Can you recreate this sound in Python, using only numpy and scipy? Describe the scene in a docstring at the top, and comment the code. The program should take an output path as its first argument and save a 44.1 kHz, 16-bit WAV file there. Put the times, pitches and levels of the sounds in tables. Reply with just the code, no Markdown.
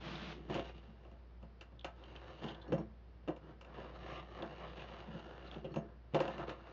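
"""Drink can turned on a tabletop.

An empty can is turned by hand against a pen tip, in a small quiet room with mains hum. First a hand
slides with a soft swish. The base grinds on the table in tiny slips and knocks down as the fingers
let go or grip again, ringing table, hollow and thin wall. The metal catches in short squeaks."""
import sys
import numpy as np
from scipy import signal
from scipy.fft import rfft, irfft
from scipy.io import wavfile

SR = 44100
rng = np.random.default_rng(int(sys.argv[2]) if len(sys.argv) > 2 else 0)


def master(y):
    """Save y as 16-bit WAV."""
    cut = np.clip(np.atleast_2d(y).T, -1, 1)
    pcm = np.round(cut * 32767)  # scale
    wavfile.write(sys.argv[1], SR, pcm.astype(np.int16))


N = 296352

# mains hum: freq_hz, rms_db
HUM_PARTIALS = [(59.1, -57.5), (118.3, -78.5), (180, -75.5)]
# room air: freq_hz, density_db
AIR_SPECTRUM = [(44, -37.5), (75, -10.5), (86, -19.5), (108, -9.5), (126, -15.5), (142, -20.5),
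                (200, -21.5), (257, -24.5), (450, -25.5), (1840, -38), (2230, -41), (5100, -50),
                (7500, -73.5), (9750, -108.5), (16500, -120)]
# hand friction: freq_hz, density_db
SLIDE_SPECTRUM = [(53, -51), (90, -25), (151, 5), (283, -9), (335, 2.5), (388, -15), (434, -1), (476, -9.5),
                  (617, -7.5), (860, -10), (1050, -9.5), (2050, -14.5), (3450, -13.5), (6120, -32),
                  (7500, -45.5), (9750, -92), (16500, -120)]

# thin wall ringing free of the fingers: start_s, level_db, pitch_hz
WALL_RINGS = [(2.679, -66, 4800), (2.729, -63, 6000), (2.783, -68, 5600), (5.719, -66, 4400),
              (5.742, -74, 6500), (5.760, -63, 6500), (5.782, -69, 6500)]
# thin wall: freq_hz, gain_db, t60_s
WALL_MODES = [(4350, 0, .11), (5535, -1, .13), (6420, 0, .11)]
# metal catching and slipping: start_s, level_db, pitch_hz, length_s
SQUEAKS = [(0.155, -50.5, 3490, .004), (1.793, -52.5, 3450, 0.0037), (1.81, -57, 3280, 0.0045),
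           (2.038, -52, 3130, 0.0038), (2.16, -49.5, 3050, 0.006), (2.482, -50, 3240, 0.014),
           (2.544, -58, 3320, 0.011), (2.612, -62.5, 3490, 0.024), (4.422, -48.5, 3300, 0.0064),
           (4.789, -56.5, 2705, 0.037), (5.466, -64.5, 3900, 0.021), (5.513, -48, 3080, 0.003),
           (5.542, -53.5, 2960, .0055), (5.647, -58.5, 2820, 0.017)]

# table under the can: freq_hz, gain_db, t60_s
TABLE_MODES = [(150.8, -0.5, 0.18), (167.4, -3, 0.15), (215.8, -2.5, 0.29)]
# can and table rocking together: freq_hz, gain_db, t60_s
ROCKING_MODES = [(308.8, -5.5, 0.15), (348.5, -3.5, 0.12), (396, -10.5, 0.14), (860, -11, 0.11),
                 (1020, -3, 0.11), (1300, -8.5, 0.39)]
# hollow of the can, damped by a tight grip: freq_hz, gain_db, t60_s
HOLLOW_MODES = [(526.8, -2.5, 0.3), (571, -8.5, .17), (676, -10.5, 0.23), (726, -15.5, 0.14)]
# thin metal: freq_hz, gain_db, t60_s
METAL_MODES = [(1610, -5, 0.068), (2327, -7, 0.08), (2720, 5.5, 0.034), (2880, 0, 0.043), (3040, 2, 0.022),
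               (3570, -5, 0.029), (4170, -7, 0.013), (5360, -32.5, 0.052), (6520, -32.5, 0.039)]
# base knocking down: start_s, level_db, softness, hollow_gain_db, thud_gain_db
BASE_KNOCKS = [(0.498, -40, 1.77, -4, -2.5), (0.543, -45, 0.72, 12.5, -13), (0.552, -41, 1.1, 5, -13),
               (0.575, -42, 1.7, 12, -22), (0.881, -71, 1.2, 9, 18), (1.049, -58, 1.4, -13, -22),
               (1.114, -62, 1.2, 5, 2), (1.427, -58, 1.24, -0.5, 5.5), (2.44, -51, 0.89, -2, 10),
               (2.679, -50.5, 2.3, 3, 2), (2.7215, -31.5, 2.07, -1, -14), (2.728, -31, 2.3, 16, -1.5),
               (2.78, -44.5, 1.65, -11, 6.5), (3.276, -41, 1.86, -8, -2.5),
               (3.283, -33.5, 2.15, -19, -16.5), (3.781, -51.5, 1.65, -16, -3), (4.423, -43.5, 1.43, 6, -5),
               (5.077, -64, 2.3, 0, 18.5), (5.139, -58.5, 1.2, 1, 15), (5.258, -54, 1.8, -8, -10),
               (5.558, -47.5, 2.1, 0.5, 1), (5.644, -42, 2.17, 0.5, -7), (5.76, -37, 1.6, .5, 1),
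               (6.137, -43.5, 1.7, 2, 8.5), (6.145, -30.5, 1.37, 6.5, -26), (6.15, -30, 1.7, -1, -28),
               (6.203, -30, 1.42, 3, -21), (6.279, -39.5, 1.16, 9, -8), (6.38, -45.5, 1.1, 3, -4),
               (6.494, -47.5, 0.89, -1, -11)]
# light, hard taps on the wall: start_s, level_db, softness
WALL_TAPS = [(1.61, -56.5, 0.53), (1.845, -42.5, 0.79), (3.363, -57, 1), (3.611, -57.5, 0.68),
             (3.647, -61.5, 0.66), (5.741, -53, 0.86)]

# midrange resonances under the grinding base: freq_hz, width_hz, gain_db
GRIND_RESONANCES = [(516, 46, 4), (706, 146, -0.5), (924, 229, -0.5), (1097, 380, -2), (1360, 232, -3.5),
                    (1747, 178, -10.5)]
# treble scratch: freq_hz, width_hz, gain_db
SCRATCH_RESONANCES = [(2140, 840, -7.5), (2760, 180, 3), (2901, 220, 1.5), (3520, 340, -4.5),
                      (3823, 400, -7), (4840, 430, -16), (5340, 290, -19.5), (6680, 420, -26.5)]
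# table rumble: freq_hz, width_hz, gain_db
RUMBLE_RESONANCES = [(144, 32, 10.5), (227, 33, 3.5), (325.4, 61, 7.5), (434, 110, -0.5)]
# one level curve per twist of the can: time_s, grind_db, scratch_db
TWIST_CURVES = [
    [(0.6, -65, -71), (0.68, -72, -75), (0.826, -69.5, -75), (1.25, -76.5, -88)],
    [(2.0, -62.5, -69.5), (2.074, -61.5, -69.5), (2.246, -58.5, -67.5), (2.398, -60.5, -66),
     (2.674, -60, -80), (2.78, -64, -78), (2.88, -76, -89)],
    [(3.68, -58.5, -76), (3.79, -57, -63.5), (3.904, -57, -71), (4.0, -57, -65.5), (4.142, -52.5, -64),
     (4.25, -60.5, -71)],
    [(4.3, -57, -68.5), (4.718, -55, -61.5), (5.03, -58, -66.5), (5.508, -59, -69), (5.666, -77, -80),
     (5.806, -71, -79), (5.92, -65, -85)],
    [(6.25, -54, -70), (6.312, -57.5, -62.5), (6.36, -53, -66), (6.494, -60, -73), (6.72, -57.5, -67.5)],
]
# rim digging in as the can is shoved or tipped: start_s, length_s, grind_db, scratch_db, rumble_db
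RIM_SCRAPES = [(0.337, 0.18, -67, -72, -53.5), (0.506, 0.089, -49.5, -54.5, -42),
               (0.647, 0.044, -57.5, -59.5, -53), (0.751, 0.034, -65, -67, -56),
               (2.426, 0.081, -50, -58, -45.5), (2.703, 0.11, -60.5, -76, -44),
               (3.438, 0.076, -62, -76, -56), (3.761, .1, -54, -65.5, -53.5),
               (4.065, 0.13, -51.5, -59.5, -55.5), (4.392, 0.059, -49.5, -64.5, -46.5),
               (4.61, 0.047, -51, -65, -56), (5.139, .06, -56, -63.5, -53.5),
               (5.463, 0.1, -57, -64.5, -56.5), (5.635, 0.22, -64.5, -84, -50),
               (6.154, 0.12, -48, -59, -47), (6.399, 0.036, -47.5, -63, -48.5),
               (6.479, 0.038, -50.5, -60.5, -49.5)]


def from_db(db):
    """Decibels to gain."""
    return 10 ** (np.asarray(db) / 20)


def unit_rms(x):
    """Scale to unit power."""
    return x / np.sqrt(np.mean(x ** 2) + 1e-20)


def decay(t, t60_s):
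    """Envelope losing 60 dB in t60_s."""
    return np.exp(-np.log(1000) * t / t60_s)


def add(out, start_s, sound):
    """Mix a sound in at start_s."""
    start = int(start_s * SR)
    out[start:start + len(sound)] += sound[:N - start]


def band(x, low_hz, high_hz, order=2):
    """Butterworth band-pass."""
    return signal.sosfilt(signal.butter(order, [low_hz, high_hz], "band", fs=SR, output="sos"), x)


def drift(rate_hz):
    """Slow random wander, unit rms."""
    hop, settle = 40, 2000
    r = np.exp(-2 * np.pi * rate_hz * hop / SR)
    white = rng.standard_normal(N // hop + settle + 2)
    slow = signal.lfilter([1], [1, -2 * r, r * r], white)[settle:]
    return np.interp(np.arange(N) / hop, np.arange(len(slow)), unit_rms(slow))


def coloured(x, spectrum):
    """Impose a smooth spectrum, unit rms."""
    hz, db = np.transpose(spectrum)
    bins_hz = np.maximum(np.arange(N // 2 + 1) * SR / N, 1)
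    gain = from_db(np.interp(np.log(bins_hz), np.log(hz), db))
    return unit_rms(irfft(rfft(x) * gain, N))


def resonate(x, hz, width_hz, peak_db):
    """Two-pole resonance."""
    r = np.exp(-np.pi * width_hz / SR)
    poles = [1, -2 * r * np.cos(2 * np.pi * hz / SR), r * r]
    return from_db(peak_db) * (1 - r * r) / 2 * signal.lfilter([1, 0, -1], poles, x)


def struck(t, modes, scatter_db=2.5):
    """Decaying sines; each blow shares its energy among them differently."""
    out = 0
    for k, (hz, db, t60_s) in enumerate(modes):
        gain = (-1) ** k * from_db(db + scatter_db * rng.standard_normal())
        out += gain * decay(t, t60_s) * np.sin(2 * np.pi * hz * t)
    return out


def slips(rate_per_s, spread_db):
    """Tiny friction impulses of random time and size."""
    sizes = from_db(spread_db * np.minimum(rng.exponential(1, N), 4))
    signs = rng.choice([-1, 1], N)
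    return sizes * signs * (rng.random(N) < rate_per_s / SR)


def room_air(level_db=-64):
    """Soft, steady low noise."""
    return from_db(level_db) * coloured(rng.standard_normal(N), AIR_SPECTRUM)


def mains_hum(waver_db=1.7):
    """Three low partials wavering together in level."""
    t = np.arange(N) / SR
    hum = sum(from_db(db) * np.sin(2 * np.pi * (hz * t + rng.random())) for hz, db in HUM_PARTIALS)
    return np.sqrt(2) * hum * from_db(waver_db * drift(1.6))


def room_reverb(x, t60_s=0.22, wet_db=-6.0, first_reflection_s=0.006):
    """Add a short, dull tail from the first wall reflection on."""
    t = np.arange(SR // 2) / SR
    envelope = decay(t, t60_s)
    onset = np.clip((t - first_reflection_s) / 0.0054, 0, 1)
    tail = band(rng.standard_normal(len(t)), 610, 3300, order=1) * envelope * onset
    tail /= np.sqrt(np.sum(envelope ** 2))
    return x + from_db(wet_db) * signal.fftconvolve(x, tail)[:N]


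def sliding_hand(level_db=-46, sag_db_per_s=8, attack_s=0.078, lift_s=0.32):
    """Fine friction hiss that sags, then dies as the hand lifts."""
    t = np.arange(N) / SR
    attack = np.sqrt(np.minimum(t / attack_s, 1))
    release = decay(np.maximum(t - lift_s, 0), t60_s=0.24)
    hiss = coloured(slips(rate_per_s=24000, spread_db=4.5), SLIDE_SPECTRUM)
    return attack * release * from_db(level_db - sag_db_per_s * t) * hiss


def wall_rings(falloff_db_per_octave=39.0):
    """The released wall rings on, most strongly in the modes near one pitch."""
    t = np.arange(SR // 3) / SR
    out = np.zeros(N)
    for start_s, level_db, pitch_hz in WALL_RINGS:
        modes = [(hz, db - falloff_db_per_octave * abs(np.log2(hz / pitch_hz)), t60_s)
                 for hz, db, t60_s in WALL_MODES]
        add(out, start_s, from_db(level_db) * struck(t, modes, scatter_db=0.5))
    return out


def squeaks(fall_per_length=0.065, width_hz=900, tone_gain=0.85):
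    """Stick-slip bursts: rough notes that sink in pitch as the tension goes."""
    t = np.arange(SR // 10) / SR
    out = np.zeros(N)
    for start_s, level_db, pitch_hz, length_s in SQUEAKS:
        age = t / length_s
        glide_hz = pitch_hz * (1 + fall_per_length * (0.5 - np.minimum(age, 2)))
        tone = tone_gain * np.sin(2 * np.pi * np.cumsum(glide_hz) / SR)
        rough = band(rng.standard_normal(len(t)), pitch_hz - width_hz / 2, pitch_hz + width_hz / 2)
        swell = 3 * age * np.exp(1 - 3 * age)
        add(out, start_s, from_db(level_db) * swell * unit_rms(unit_rms(rough) + tone))
    return out


def contact(level_db, softness, hollow_db, thud_db):
    """One blow: table thud, can knock, metal tick. Softer blows last longer and drive less treble."""
    t = np.arange(SR // 4) / SR
    thud, rocking = struck(t, TABLE_MODES), struck(t, ROCKING_MODES)
    hollow, metal = struck(t, HOLLOW_MODES), struck(t, METAL_MODES)
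    white = rng.standard_normal(len(t))
    dense_modes = from_db(5.5) * unit_rms(band(white, 500, 2200)) * decay(t, 0.16)
    cushion = signal.butter(3, 1000 / softness, fs=SR, output="sos")
    knock = signal.sosfilt(cushion, rocking + from_db(hollow_db) * hollow + dense_modes)
    crack = unit_rms(band(white, 1600, 1500 + 1500 / softness, order=1))
    crack *= from_db(-3.5) * decay(t, 0.003) + from_db(-5.0) * decay(t, 0.097)
    tick_db = -11 - 11 * np.log2(softness)
    parts = (thud, thud_db), (knock, -1.0), (metal + crack, tick_db)
    attack = slice(0, SR // 50)   # levels hold for the first 20 ms
    return sum(from_db(level_db + db) * part / np.std(part[attack]) for part, db in parts)


def base_knocks(rebound_s=0.022, rebound_loss_db=13.5, thud_trim_db=-2.0):
    """The base hits the table, then the far side of the rim touches down."""
    out = np.zeros(N)
    for start_s, level_db, softness, hollow_db, thud_db in BASE_KNOCKS:
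        for delay_s, loss_db in (0, 0), (rebound_s, rebound_loss_db):
            blow = contact(level_db - loss_db, softness, hollow_db, thud_db + thud_trim_db)
            add(out, start_s + delay_s, blow)
    return out


def wall_taps():
    """Light, hard blows on the wall that barely move the table."""
    out = np.zeros(N)
    for start_s, level_db, softness in WALL_TAPS:
        add(out, start_s, contact(level_db, softness, hollow_db=1, thud_db=-16))
    return out


def finger_touches(slot_s=0.25, mean_db=-70, spread_db=4.5):
    """The gripping fingers fidget: one faint touch per slot, from the first knock on."""
    out = np.zeros(N)
    gripped_s = BASE_KNOCKS[0][0]
    for slot_start_s in np.arange(gripped_s, N / SR - slot_s, slot_s):
        start_s = slot_start_s + slot_s * rng.random()
        level_db = rng.normal(mean_db, spread_db)
        add(out, start_s, contact(level_db, softness=1.4, hollow_db=0, thud_db=4.5))
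    return out


def friction_levels_db(fade_db_per_s=251, attack_db_per_s=700, release_db_per_s=327.5):
    """Grind, scratch and rumble levels: the loudest of creep, twist and rim scrape."""
    t = np.arange(N) / SR
    grind_db, scratch_db = -81, -90   # creep of the held can
    for curve in TWIST_CURVES:
        time_s, twist_grind_db, twist_scratch_db = np.transpose(curve)
        fade_db = fade_db_per_s * np.abs(t - np.clip(t, time_s[0], time_s[-1]))
        grind_db = np.maximum(grind_db, np.interp(t, time_s, twist_grind_db) - fade_db)
        scratch_db = np.maximum(scratch_db, np.interp(t, time_s, twist_scratch_db) - fade_db)
    rumble_db = -59 + 0.75 * (grind_db + 59)   # follows 3/4 of the grind's swing
    levels_db = np.array([grind_db, scratch_db, rumble_db])
    for start_s, length_s, *held_db in RIM_SCRAPES:
        fade_db = attack_db_per_s * np.maximum(start_s - t, 0)
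        fade_db += release_db_per_s * np.maximum(t - start_s - length_s, 0)
        levels_db = np.maximum(levels_db, np.array(held_db)[:, None] - fade_db)
    return levels_db


def grinding_base(judder_db=1.27, snag_db=13.5, rim_scatter_db=1.0, rumble_trim_db=-0.5):
    """The base slips in tiny jerks and snags on grit, driving resonances of can and table."""
    snags = from_db(snag_db) * slips(rate_per_s=14, spread_db=1.0)
    force = (slips(rate_per_s=2200, spread_db=2.0) + snags) * from_db(judder_db * drift(23))
    grind_db, scratch_db, rumble_db = friction_levels_db()
    layers = ((GRIND_RESONANCES, 380, 2600, grind_db),
              (SCRATCH_RESONANCES, 1600, 7500, scratch_db),
              (RUMBLE_RESONANCES, 95, 520, rumble_db + rumble_trim_db))
    out = np.zeros(N)
    for resonances, low_hz, high_hz, level_db in layers:
        ringing = np.zeros(N)
        for k, resonance in enumerate(resonances):
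            coupling = from_db(rim_scatter_db * drift(3.7))   # contact point travels round the rim
            ringing += (-1) ** k * coupling * resonate(force, *resonance)
        out += from_db(level_db) * unit_rms(band(ringing, low_hz, high_hz))
    return out


def scene():
    """Mono mix of can, hand and room."""
    can = base_knocks() + wall_taps() + finger_touches() + squeaks() + wall_rings() + grinding_base()
    can = band(can, 120, 14000)   # small bodies radiate no deep bass
    return (room_reverb(can) + sliding_hand() + mains_hum() + room_air())[None]


def record(dry, cutoff_hz=7150):
    """Steep low-pass of a narrow-band recorder."""
    return signal.sosfilt(signal.butter(20, cutoff_hz, fs=SR, output="sos"), dry)


dry = scene()
out = record(dry)
master(out)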